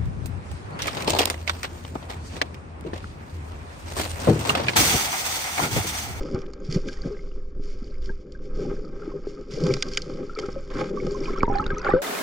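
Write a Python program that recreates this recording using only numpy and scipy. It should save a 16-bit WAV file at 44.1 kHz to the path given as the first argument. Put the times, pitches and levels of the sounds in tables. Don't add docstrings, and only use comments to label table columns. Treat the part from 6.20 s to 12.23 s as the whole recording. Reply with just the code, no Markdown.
import sys
import numpy as np
from scipy import signal
from scipy.fft import rfft, irfft, next_fast_len
from scipy.io import wavfile
from scipy.ndimage import uniform_filter1d

SR = 44100
rng = np.random.default_rng(int(sys.argv[2]) if len(sys.argv) > 2 else 0)


def nominal_scale(level):
    x = np.asarray(level, float) / 20
    return 10 ** x


def log_audio(samples):
    frames = np.atleast_2d(samples).T
    limited = np.clip(frames, -1, 1)
    pcm = np.round(limited * 32767).astype(np.int16)
    wavfile.write(sys.argv[1], SR, pcm)


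N = 265878
TIME_S = np.arange(N) / SR
SURFACE_S = 5.818


def unit(x):
    return x / np.sqrt(np.mean(x ** 2))


def butter(x, order, edge_hz, kind):
    return signal.sosfilt(signal.butter(order, edge_hz, kind, fs=SR, output="sos"), x)


def walk(rate_hz):
    k = int(SR / rate_hz)
    held = np.repeat(rng.standard_normal(N // k + 1), k)
    return unit(uniform_filter1d(uniform_filter1d(held, k), k)[:N])


def coloured(points, channels):
    size = next_fast_len(N)
    hz, db = np.transpose(points)
    gain = nominal_scale(np.interp(np.log(np.fft.rfftfreq(size, 1 / SR) + 1), np.log(hz), db))
    return unit(irfft(rfft(rng.standard_normal((channels, size))) * gain, size)[:, :N])


def case_response(hz):
    # centre_hz, width_hz, left_db, right_db
    modes = [(88.5, 40, -7.5, -13.5), (165.3, 81, -4.5, -3.5), (321.3, 205, -7, -9), (403.5, 41.3, 5.5, 3),
             (500, 77.5, -2, -3), (798, 93, -43, -9.5), (960, 27, -59.5, -44.5), (1096, 98, -46, -13.5),
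             (1260, 166, -13, -14.5), (1387, 82, -22.5, -33), (1570, 92, -15, -18), (1837, 148, -43, -21.5),
             (2007, 205, -25.5, -29), (2330, 540, -35.5, -27), (2946, 236, -29.5, -51.5),
             (3413, 980, -36.5, -29.5), (4120, 110, -45.5, -33.5), (4440, 326, -27, -26.5),
             (4860, 210, -29, -23.5), (5410, 765, -27, -27), (6387, 320, -39.5, -32),
             (6945, 360, -29.5, -33), (9480, 7500, -51.5, -58), (12600, 9500, -50, -54)]
    leads = [0, .05, .1, .15, -.6, -1.2, -.3, .7, .5, 0, -.8, -2.5, -.3, -.3, .6, -.8, .1, 0, 0, 0, 0, 0, 0,
             0]
    out = 0
    for k, ((centre, width, left_db, right_db), lead) in enumerate(zip(modes, leads)):
        peak = 1 / (1 + 1j * (hz / width - centre ** 2 / (hz * width)))
        ports = np.array([nominal_scale(left_db), nominal_scale(right_db) * np.exp(-1j * lead)])
        out = out + (-1) ** k * ports[:, None] * peak * peak
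    return out


def through_case(x, lo_hz, hi_hz):
    taps = 8192
    hz = np.fft.rfftfreq(taps, 1 / SR) + 1
    band_pass = signal.butter(3, [lo_hz, hi_hz], "band", fs=SR, output="sos")
    band = signal.sosfreqz(band_pass, hz, fs=SR)[1]
    ring = irfft(band * case_response(hz), taps)
    heard = signal.oaconvolve(np.atleast_2d(x), ring, axes=1)[:, :N]
    return heard / np.abs(ring.mean(axis=0)).max()


def rattles(start_s, level_db):
    length = 300
    out = np.zeros(N + length)
    fade = 0.13 * np.exp(-np.arange(length) / (0.0036 * SR))
    for s, size in zip(start_s, nominal_scale(level_db)):
        rattle = fade * rng.standard_normal(length)
        rattle[0] = 1
        out[int(s * SR):int(s * SR) + length] += size * rattle
    return out[:N]


def pockets(rows, attack_cycles, ports, rise=0.069):
    out = np.zeros((2, N + SR))
    for (s, db, hz, t60, *own_rise), port in zip(rows, ports):
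        t = np.arange(int(t60 * SR)) / SR
        shape = (1 - np.exp(-t * hz / attack_cycles)) * np.exp(-np.log(1000) * t / t60)
        cycles = hz * (t + (own_rise or [rise])[0] * t ** 2 / (2 * t60))
        wave = shape / shape.max() * np.exp(2j * np.pi * cycles)
        out[:, int(s * SR):int(s * SR) + len(t)] += nominal_scale(db) * np.imag(port[:, None] * wave)
    return out[:, :N]


def sunk_pockets(rows, attack_cycles):
    ports = case_response(np.array(rows)[:, 2])
    return pockets(rows, attack_cycles, (ports / np.sqrt(np.mean(np.abs(ports) ** 2, axis=0))).T)


def swarm(t0, t1, count, lo_hz, hi_hz, db, spread_db, cycles):
    when, pitch, size, ring = rng.random((count, 4)).T
    hz = lo_hz * (hi_hz / lo_hz) ** pitch
    size_db = db - spread_db * np.log(np.maximum(size, 0.06))
    return np.transpose([t0 + (t1 - t0) * when, size_db, hz, cycles * (0.5 + ring) / hz, 0.26 * ring])


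def grainy(rate_hz, spread_db, share, flicker_db, own):
    size = nominal_scale(spread_db * np.minimum(rng.exponential(size=N), 2.5))
    knocks = (rng.random(N) < rate_hz / SR) * size * np.sign(rng.standard_normal(N))
    flow = rng.standard_normal(N) + own * rng.standard_normal((2, N))
    return unit(nominal_scale(flicker_db * walk(45)) * flow) + share * unit(knocks)


def clacks():
    # start_s, bright_db, middle_db, dull_db
    knocks = [(0.0312, -52, -27, -59), (.1226, -58, -50, -62), (0.173, -70, -44, -60),
              (0.2173, -54, -29, -47), (0.2632, -64.5, -28, -59), (0.448, -60, -50, -57),
              (0.5244, -37, -40, -57), (.617, -56.5, -45, -60), (0.659, -61, -31, -62),
              (0.685, -44, -17, -53), (0.7703, -57.5, -42, -55), (3.0593, -63, -38, -65),
              (3.2109, -60, -52, -60), (3.337, -46.5, -51, -55), (3.4034, -50, -49, -60),
              (3.437, -40, -41, -53), (3.6643, -55, -28, -37), (3.72, -49, -42, -60),
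              (3.7346, -39, -42, -49), (3.8972, -56, -49, -38), (3.937, -55.5, -39, -52),
              (4.2607, -48, -45, -58), (4.4785, -77, -69, -65), (4.5832, -50, -35, -43),
              (4.609, -47, -32, -46), (4.694, -57, -34, -55), (0.1457, -49.5, -46, -38),
              (0.189, -54.5, -30, -62), (0.3343, -50, -39, -47), (1.8577, -51, -63, -63),
              (2.121, -54.5, -51, -65), (3.466, -36, -29, -27), (3.5381, -28.5, -10, -47),
              (3.566, -48, -45, -31.5), (3.6241, -24.5, -4, -52), (3.6852, -43, -36, -50),
              (3.7727, -22, 0.5, -54), (3.819, -38.5, -57, -68), (4.188, -38.5, -17, -31.5),
              (4.1962, -41.5, -22, -57), (4.2868, -76, -42, -30), (4.502, -57, -24, -54),
              (4.6412, -51, -18, -31), (4.8668, -46, -25, -31.5), (5.195, -52, -43, -53),
              (5.2289, -47, -39, -21.5), (5.464, -48, -26, -33), (5.5039, -56, -18, -32),
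              (5.6462, -57, -16, -36)]
    start_s, bright_db, middle_db, dull_db = np.transpose(knocks)
    crack, middle, dull = np.zeros((3, N))
    at = (start_s * SR).astype(int)
    crack[at], middle[at], dull[at] = nominal_scale(bright_db), nominal_scale(middle_db), nominal_scale(dull_db)
    out = nominal_scale(10.5) * through_case(rattles(start_s, bright_db), 2490, 9040)
    out = out + nominal_scale(8.5) * through_case(crack, 4060, 5580)
    out = out + nominal_scale(-28.5) * through_case(middle, 1450, 1770)
    out = out + nominal_scale(-11) * through_case(middle, 2220, 4390)
    return out + nominal_scale(4) * through_case(dull, 398, 2000)


def slaps():
    # start_s, peak_db, length_s
    pushes = [(0.145, -13, 0.0051), (0.566, -31, 0.00098), (0.873, -19, 0.0021), (1.396, -22, 0.0033),
              (1.901, -25.5, 0.0027), (2.918, -38, 0.0014), (3.072, -45, 0.00089), (4.285, -17, 0.0024),
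              (5.233, -8, 0.003), (5.281, -11.5, 0.0018), (5.298, -11.5, 0.0025), (5.322, -15.5, 0.0022),
              (5.398, -17, 0.0056), (5.463, -17.5, 0.0055), (5.532, -18, 0.0042), (5.69, -12.5, 0.0015),
              (5.7376, -8.5, 0.0027)]
    push = np.zeros(N)
    for s, db, length in pushes:
        bump = np.hanning(int(length * SR) + 3)
        push[int(s * SR):int(s * SR) + len(bump)] += nominal_scale(db) * bump
    return butter(push, 1, 60, "high") + nominal_scale(-45) * through_case(push, 29, 680)


def large_bubbles():
    # start_s, peak_db, pitch_hz, t60_s
    gulps = [(0.141, -26.5, 397, 0.15), (0.487, -20.5, 143, 0.058), (0.56, -11.5, 159, 0.026),
             (1.621, -29, 226, 0.03), (2.389, -23.5, 415, 0.054), (2.813, -30.5, 407, 0.19),
             (2.877, -22.5, 318, 0.04), (3.07, -20, 387, 0.028), (3.336, -27, 153, 0.067),
             (3.375, -21.5, 452, 0.044), (3.423, -19, 164, 0.26), (3.509, -18.5, 140, 0.056),
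             (3.551, -27, 138, 0.09), (4.173, -25.5, 422, 0.12), (4.237, -23, 393, 0.093),
             (4.36, -26.5, 540, 0.14), (4.916, -24.5, 401, 0.14), (5.104, -19, 367, 0.013),
             (5.583, -36, 407, 0.14)]
    # start_s, peak_db, pitch_hz, t60_s, rise (0-1)
    glugs = [
        (.908, -25, 415, 0.19, 0),
        (5.232, -7, 1110, 0.013, 0),
        (5.24, -25, 930, 0.087, 0),
        (5.278, -22.5, 930, 0.096, 0.33),
        (5.299, -20.5, 800, 0.17, 0.07),
        (5.352, -18.5, 780, 0.22, 0.3),
        (5.4, -30, 844, 0.12, 0.1),
        (5.691, -14, 786, 0.065, 0.15),
        (5.737, -7.5, 442, 0.026, 0.28),
        (5.745, -12.5, 492, 0.226, 0.58),
    ]
    return sunk_pockets(gulps, 0.93) + sunk_pockets(glugs, 0.99)


def spill():
    rows = swarm(5.05, 5.74, count=300, lo_hz=1500, hi_hz=7000, db=-55, spread_db=3, cycles=16)
    rows[:, 1] += 0.1 - 1.2 * np.log2(rows[:, 2] / 3000)
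    return sunk_pockets(rows, 2.1)


def gush():
    rows = swarm(4.9, 5.73, count=190, lo_hz=900, hi_hz=2400, db=-47, spread_db=3, cycles=40)
    rows[:, 1] += 15 * (rows[:, 0] - 5.5)
    return sunk_pockets(rows, 2.5)


def middle_bubbles():
    # start_s, peak_db, pitch_hz
    rows = [(0.687, -34, 1570), (0.992, -43.5, 2110), (1.893, -31.5, 1590), (1.895, -46, 897),
            (2.15, -44.5, 1570), (2.82, -39.5, 1365), (3.507, -30, 2270), (2.351, -51, 1296),
            (2.375, -56, 1210), (2.829, -48, 1580), (3.172, -47, 1240), (4.012, -56, 1300),
            (4.029, -49, 1245), (4.131, -42, 1400), (4.16, -35.5, 1300), (4.338, -46, 1270),
            (4.362, -56, 1250), (4.234, -31.5, 1340), (4.609, -29, 820), (4.772, -25, 1127),
            (4.801, -32, 2200), (4.947, -29.5, 1055), (5.056, -32.5, 2400), (5.081, -27, 1056),
            (5.133, -37, 1270), (5.159, -27, 1120), (5.463, -28, 1410), (5.503, -22.5, 1570),
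            (5.516, -27.5, 1257), (5.566, -27.5, 1250), (5.645, -22, 1407), (5.666, -19.5, 1130),
            (5.665, -20, 1390), (5.712, -21, 1166), (5.734, -20.5, 1455), (5.746, -27.5, 1320),
            (5.763, -31.5, 1533)]
    # start_s, peak_db, pitch_hz, t60_s
    drops = [(.7399, -42, 1600, 0.018), (.7713, -42, 1850, 0.031), (.836, -40.5, 1580, 0.024),
             (.9464, -46, 1570, .025), (.9688, -43, 2020, 0.014), (1.7416, -50, 2080, 0.019),
             (1.7535, -47, 2240, .015), (2.415, -43.5, 1280, .03), (2.45, -37.5, 790, 0.042),
             (2.566, -46, 1580, 0.018), (2.646, -45, 1260, 0.04), (2.674, -41.5, 1230, 0.014),
             (2.819, -49, 2170, 0.014), (2.917, -41.5, 1050, 0.047), (2.981, -50, 1260, 0.017),
             (4.095, -33.5, 1350, 0.057), (4.165, -42, 2300, 0.078), (4.184, -35, 2130, 0.033),
             (4.19, -37, 3130, 0.036), (4.187, -34.5, 1330, 0.024), (4.522, -56, 1200, 0.013),
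             (4.593, -51, 1240, 0.03), (4.867, -38, 1254, 0.048), (5.037, -38, 2240, 0.034),
             (5.056, -36, 3030, 0.015), (5.095, -34, 1310, 0.027), (5.133, -34, 2190, 0.031),
             (5.176, -30, 1313, 0.058), (5.206, -23, 2270, 0.028), (5.254, -38, 2080, 0.021),
             (5.322, -35, 1290, 0.073), (5.345, -38, 2420, 0.031), (5.353, -51, 1610, .05),
             (5.384, -28, 1735, 0.036), (5.397, -19, 1280, 0.035), (5.424, -28, 1100, 0.046),
             (5.428, -39, 1610, 0.07), (5.585, -38, 1930, 0.05), (5.6, -40, 2540, 0.029),
             (5.615, -34, 1450, 0.03), (5.629, -32, 1193, 0.028), (5.655, -37, 2040, 0.028),
             (5.675, -26.5, 2180, 0.022), (5.684, -19, 1620, 0.017), (5.7, -26, 1740, 0.043),
             (5.705, -43, 2250, 0.028), (5.722, -26, 1910, 0.037)]
    ringing = [(s, db, hz, 71 / hz) for s, db, hz in rows]
    return sunk_pockets(ringing, 1.5) + sunk_pockets(drops, 1.4)


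def fizz():
    # start_s, peak_db, pitch_hz
    rows = [(.9249, -46, 4910), (1.0893, -50, 4690), (1.6716, -47, 4500), (1.678, -51.5, 3080),
            (1.7416, -49, 4780), (1.8189, -50, 4460), (.303, -59, 6880), (.402, -53, 6600),
            (4.407, -55, 7100), (4.4785, -67, 5430), (4.92, -42, 7000), (4.958, -47, 6060),
            (5.0448, -41, 4300), (5.0757, -41, 5400), (5.1751, -40, 5300), (5.185, -38, 5470),
            (5.2519, -50, 3660), (5.33, -50, 6700), (5.339, -55, 8940), (5.37, -55, 5770),
            (5.405, -46, 6160), (5.409, -57, 8100), (5.478, -46, 4400), (5.51, -49, 5470),
            (5.547, -49, 5900), (5.558, -44, 3240), (5.595, -41, 5800), (5.653, -46, 7050),
            (5.66, -39, 2720), (5.67, -41, 3180), (5.672, -49, 7000), (5.695, -48, 7600),
            (5.704, -40, 3700), (5.72, -45, 5140), (5.7827, -62, 3020), (5.803, -54, 7300),
            (.819, -34, 4550), (1.117, -48, 2820), (1.6433, -44, 4630), (1.709, -52, 4314),
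            (1.7818, -50, 4940), (2.65, -44, 4640), (4.1512, -36, 4500), (4.328, -37.5, 5230),
            (4.9097, -35.5, 4600), (4.944, -40, 6170), (5.0053, -37, 5360), (5.176, -40, 3140),
            (5.2914, -41.5, 5700), (5.3138, -43, 5450), (5.3393, -41, 3300), (5.356, -34, 4600),
            (5.3849, -29, 4110), (5.4166, -39, 4730), (5.441, -34.5, 2740), (5.464, -28, 3720),
            (5.5827, -30.5, 6120), (5.593, -40.5, 4280), (5.6167, -39, 4800), (5.646, -36.5, 4740)]
    t60_s, rise, tick_db = 0.012, 0.081, -11.5
    start_s, peak_db, _ = np.transpose(rows)
    tick = through_case(rattles(start_s, peak_db + tick_db), 3600, 7500)
    return sunk_pockets([(*row, t60_s, rise) for row in rows], 1.8) + tick


def small_bubbles():
    bubbles = (middle_bubbles() + fizz() + gush()) * nominal_scale(1.3 * walk(110))
    return bubbles + nominal_scale(-43) * through_case(bubbles.mean(axis=0), 780, 3000)


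def surges(rows, roundness):
    slope_db = 15
    t = np.arange(0, N, 32) / SR
    power = 0
    for s, db, rise, fall in rows:
        distance = np.where(t < s, (s - t) / rise, np.abs((t - s) / fall) ** roundness)
        power = power + nominal_scale(db - slope_db * distance) ** 2
    return np.interp(TIME_S, t, power)


def stirring():
    # crest_s, slosh_db, rise_s, fall_s
    limbs = [(.162, -29.5, 0.48, 0.22), (.45, -39, 0.15, .11), (.576, -24, 0.058, 0.02),
             (.681, -28, 0.061, 0.079), (.861, -31, 0.032, 0.16), (1.48, -43.5, 0.16, 0.77),
             (1.903, -35, 0.035, 0.031), (2.257, -56.5, 0.29, 0.13), (2.427, -34.5, 0.068, 0.93),
             (2.542, -29.5, 0.27, 0.055), (2.846, -44, 0.022, 1), (3.0, -36, 0.24, 0.026),
             (3.215, -33.5, 0.12, 0.021), (3.44, -28.5, 0.096, 0.3), (3.51, -18.5, 0.14, 0.039),
             (3.72, -38, 0.064, 0.099), (3.83, -40, 0.023, 1), (4.053, -30.5, 0.53, 0.052),
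             (4.208, -37, 0.035, 0.16), (4.373, -32.5, 0.061, 0.05), (4.612, -22, 0.084, 0.13),
             (4.732, -28, 0.11, 0.71), (5.131, -29.5, 0.3, 0.54), (5.29, -32, 0.035, 0.6),
             (5.69, -27.5, 0.049, 0.03), (5.754, -20, 0.041, 0.018)]
    # crest_s, gurgle_db, rise_s, fall_s
    freed_air = [(0.0, -50.5, .1, 0.51), (.75, -55.5, 0.073, 0.57), (2.36, -54, .02, 0.43),
                 (2.83, -51, 0.13, 0.19), (4.19, -43.5, 0.065, 0.19), (4.506, -37.5, 0.0043, 0.18),
                 (4.612, -29.5, 0.06, 0.018), (5.19, -42.5, 0.21, 0.11), (5.355, -38, 0.038, 0.14),
                 (5.69, -34, 0.095, 0.1), (5.77, -43, 0.085, 0.14)]
    # crest_s, grit_db, rise_s, fall_s
    soles = [(0.0, -49.5, .1, 0.3), (.11, -55, 0.12, 0.12), (.55, -40.5, .03, .05), (.45, -53, 0.03, 0.25),
             (.512, -36, 0.014, 0.059), (.681, -43, 0.014, 0.04), (.73, -45, 0.1, 0.03),
             (.82, -54.5, 0.14, 0.42), (1.439, -53, 0.032, 0.34), (1.826, -50.5, 0.021, 0.13),
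             (2.257, -62, 0.27, 0.19), (2.355, -53.5, 0.023, 0.54), (2.83, -59.5, 0.19, 0.48),
             (3.085, -54, 0.04, 0.18), (3.31, -47, 0.011, 1), (3.5, -41.5, 0.15, 0.33),
             (3.718, -41, 0.0048, 0.032), (3.75, -41.5, 0.034, 0.043), (3.8, -54.5, 0.15, 0.42),
             (4.19, -46.5, 0.019, 0.19), (4.506, -48, 0.0043, 0.44), (4.612, -43, 0.078, 0.023),
             (4.8, -61, 0.29, 0.86), (5.131, -49, 0.83, 0.074), (5.355, -54.5, 0.045, 0.25),
             (5.68, -54.5, 0.26, 0.21)]
    sweeps = surges(limbs, 0.73)
    froth = nominal_scale(-22) ** 2 * sweeps + surges(freed_air, 1)
    scuffs = surges(soles, 0.85)
    slosh_gain = np.sqrt(sweeps + nominal_scale(-47) ** 2)
    gurgle_gain = np.sqrt(froth + nominal_scale(-63.5) ** 2)
    grit_gain = np.sqrt(scuffs + nominal_scale(-85.5) ** 2)
    return slosh_gain, gurgle_gain, grit_gain, np.sqrt(froth)


def slosh(gain):
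    swirl = grainy(90, 2.7, 0.59, 3.18, 0.11)
    direct = butter(swirl.mean(axis=0), 6, [200, 565], "band")
    return gain * (unit(through_case(swirl, 97, 493)) + nominal_scale(-16) * unit(direct))


def gurgle(gain, churn_gain):
    wet = grainy(220, 8.5, 0.86, 5.6, 0.26)
    wash = unit(through_case(wet, 1070, 2850))
    rows = swarm(0, 5.8, count=1660, lo_hz=938, hi_hz=1783, db=0, spread_db=4.5, cycles=25)
    crowd = unit(sunk_pockets(rows, 0.2))
    airy = np.interp(TIME_S, [5.0, 5.25], [0.4, 0.8])
    churn = nominal_scale(-1) * churn_gain * unit(through_case(wet, 569, 974))
    return gain * (np.sqrt(1 - airy ** 2) * wash + airy * crowd) + churn


def grit_and_spray(grit_gain, gurgle_gain):
    scuff = grainy(450, 3.5, 0.8, 3.2, 0.1)
    rows = swarm(0, 4.4, count=700, lo_hz=2300, hi_hz=6200, db=0, spread_db=4.5, cycles=26)
    grit = unit(through_case(scuff, 1860, 10030)) + 0.2 * unit(sunk_pockets(rows, 2.5))
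    grit = grit + 0.21 * unit(through_case(scuff ** 3, 4220, 5560))
    spray_gain = nominal_scale(np.interp(TIME_S, [3.3, 4.2], [-20, -11])) * gurgle_gain
    return grit_gain * grit + spray_gain * unit(through_case(scuff, 1670, 4820))


def current():
    # edge_hz, density_db
    spectrum = [(4.7, -44.5), (8.0, 0), (21, 7), (32, -11), (50, -6), (85, -24), (110, -26), (140, -53.5),
                (240, -120)]
    # time_s, rumble_db
    swell = [(0.0, -23), (0.06, -34.5), (1.9, -26), (2.07, -37), (2.16, -27.5), (2.24, -34.5), (2.37, -27),
             (2.45, -37), (2.5, -30), (3.23, -39.5), (3.42, -30), (4.2, -38), (4.51, -31), (4.64, -37),
             (5.41, -25), (5.67, -34), (5.74, -23.5), (5.8, -46)]
    rumble = nominal_scale(np.interp(TIME_S, *np.transpose(swell)))
    return rumble * coloured(spectrum, channels=1) * np.array([[0.97], [1.03]])


def under_water():
    slosh_gain, gurgle_gain, grit_gain, churn_gain = stirring()
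    events = clacks() + slaps() + large_bubbles() + spill() + small_bubbles()
    stirred = slosh(slosh_gain) + gurgle(gurgle_gain, churn_gain) + grit_and_spray(grit_gain, gurgle_gain)
    return events + stirred + current()


def open_air():
    # edge_hz, density_db
    spectrum = [(24, -86), (40, -36), (193, -7), (344, -59), (390, 4), (500, -12), (627, 0), (766, -9),
                (1430, -6.5), (2670, -15.5), (15800, -24)]
    # start_s, peak_db, pitch_hz
    plinks = [
        (5.844, -29, 1990),
        (5.869, -31, 3500),
        (5.949, -32, 2420),
        (5.985, -30, 2140),
        (6.013, -35, 1720),
    ]
    mid, side = coloured(spectrum, channels=2)
    side = butter(side, 1, 350, "high")
    hiss = mid + side * np.array([[1], [-1]])
    rows = swarm(SURFACE_S, N / SR, count=120, lo_hz=239, hi_hz=4370, db=-8, spread_db=4.5, cycles=8.9)
    angle = rng.random(len(rows)) * np.pi / 2
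    bubbles = pockets(rows, 1, np.transpose([np.cos(angle), np.sin(angle)]))
    drops = [(s, db, hz, 99 / hz) for s, db, hz in plinks]
    near = pockets(drops, 2, np.ones((len(drops), 2)))
    return nominal_scale(-31.5) * (0.94 * hiss + 1.26 * bubbles) + near


def scene():
    air = np.clip((TIME_S - SURFACE_S) / 0.0008, 0, 1)
    return (1 - air) * under_water() + air * open_air()


def top_cut(x):
    return signal.sosfilt(signal.butter(12, 16940, fs=SR, output="sos"), x)


def record(dry):
    # edge_hz, threshold_db
    gates = [(8500, -91.5), (10700, -86.5)]
    mix = signal.sosfilt(signal.ellip(8, 0.2, 70, 15830, fs=SR, output="sos"), dry)
    for hz, db in gates:
        top = signal.sosfiltfilt(signal.butter(12, hz, "high", fs=SR, output="sos"), mix)
        power = uniform_filter1d(top ** 2, size=512) / nominal_scale(db) ** 2
        mix = mix - top / (1 + power ** 3)
    return top_cut(mix)


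dry = scene()
out = record(dry)
log_audio(out)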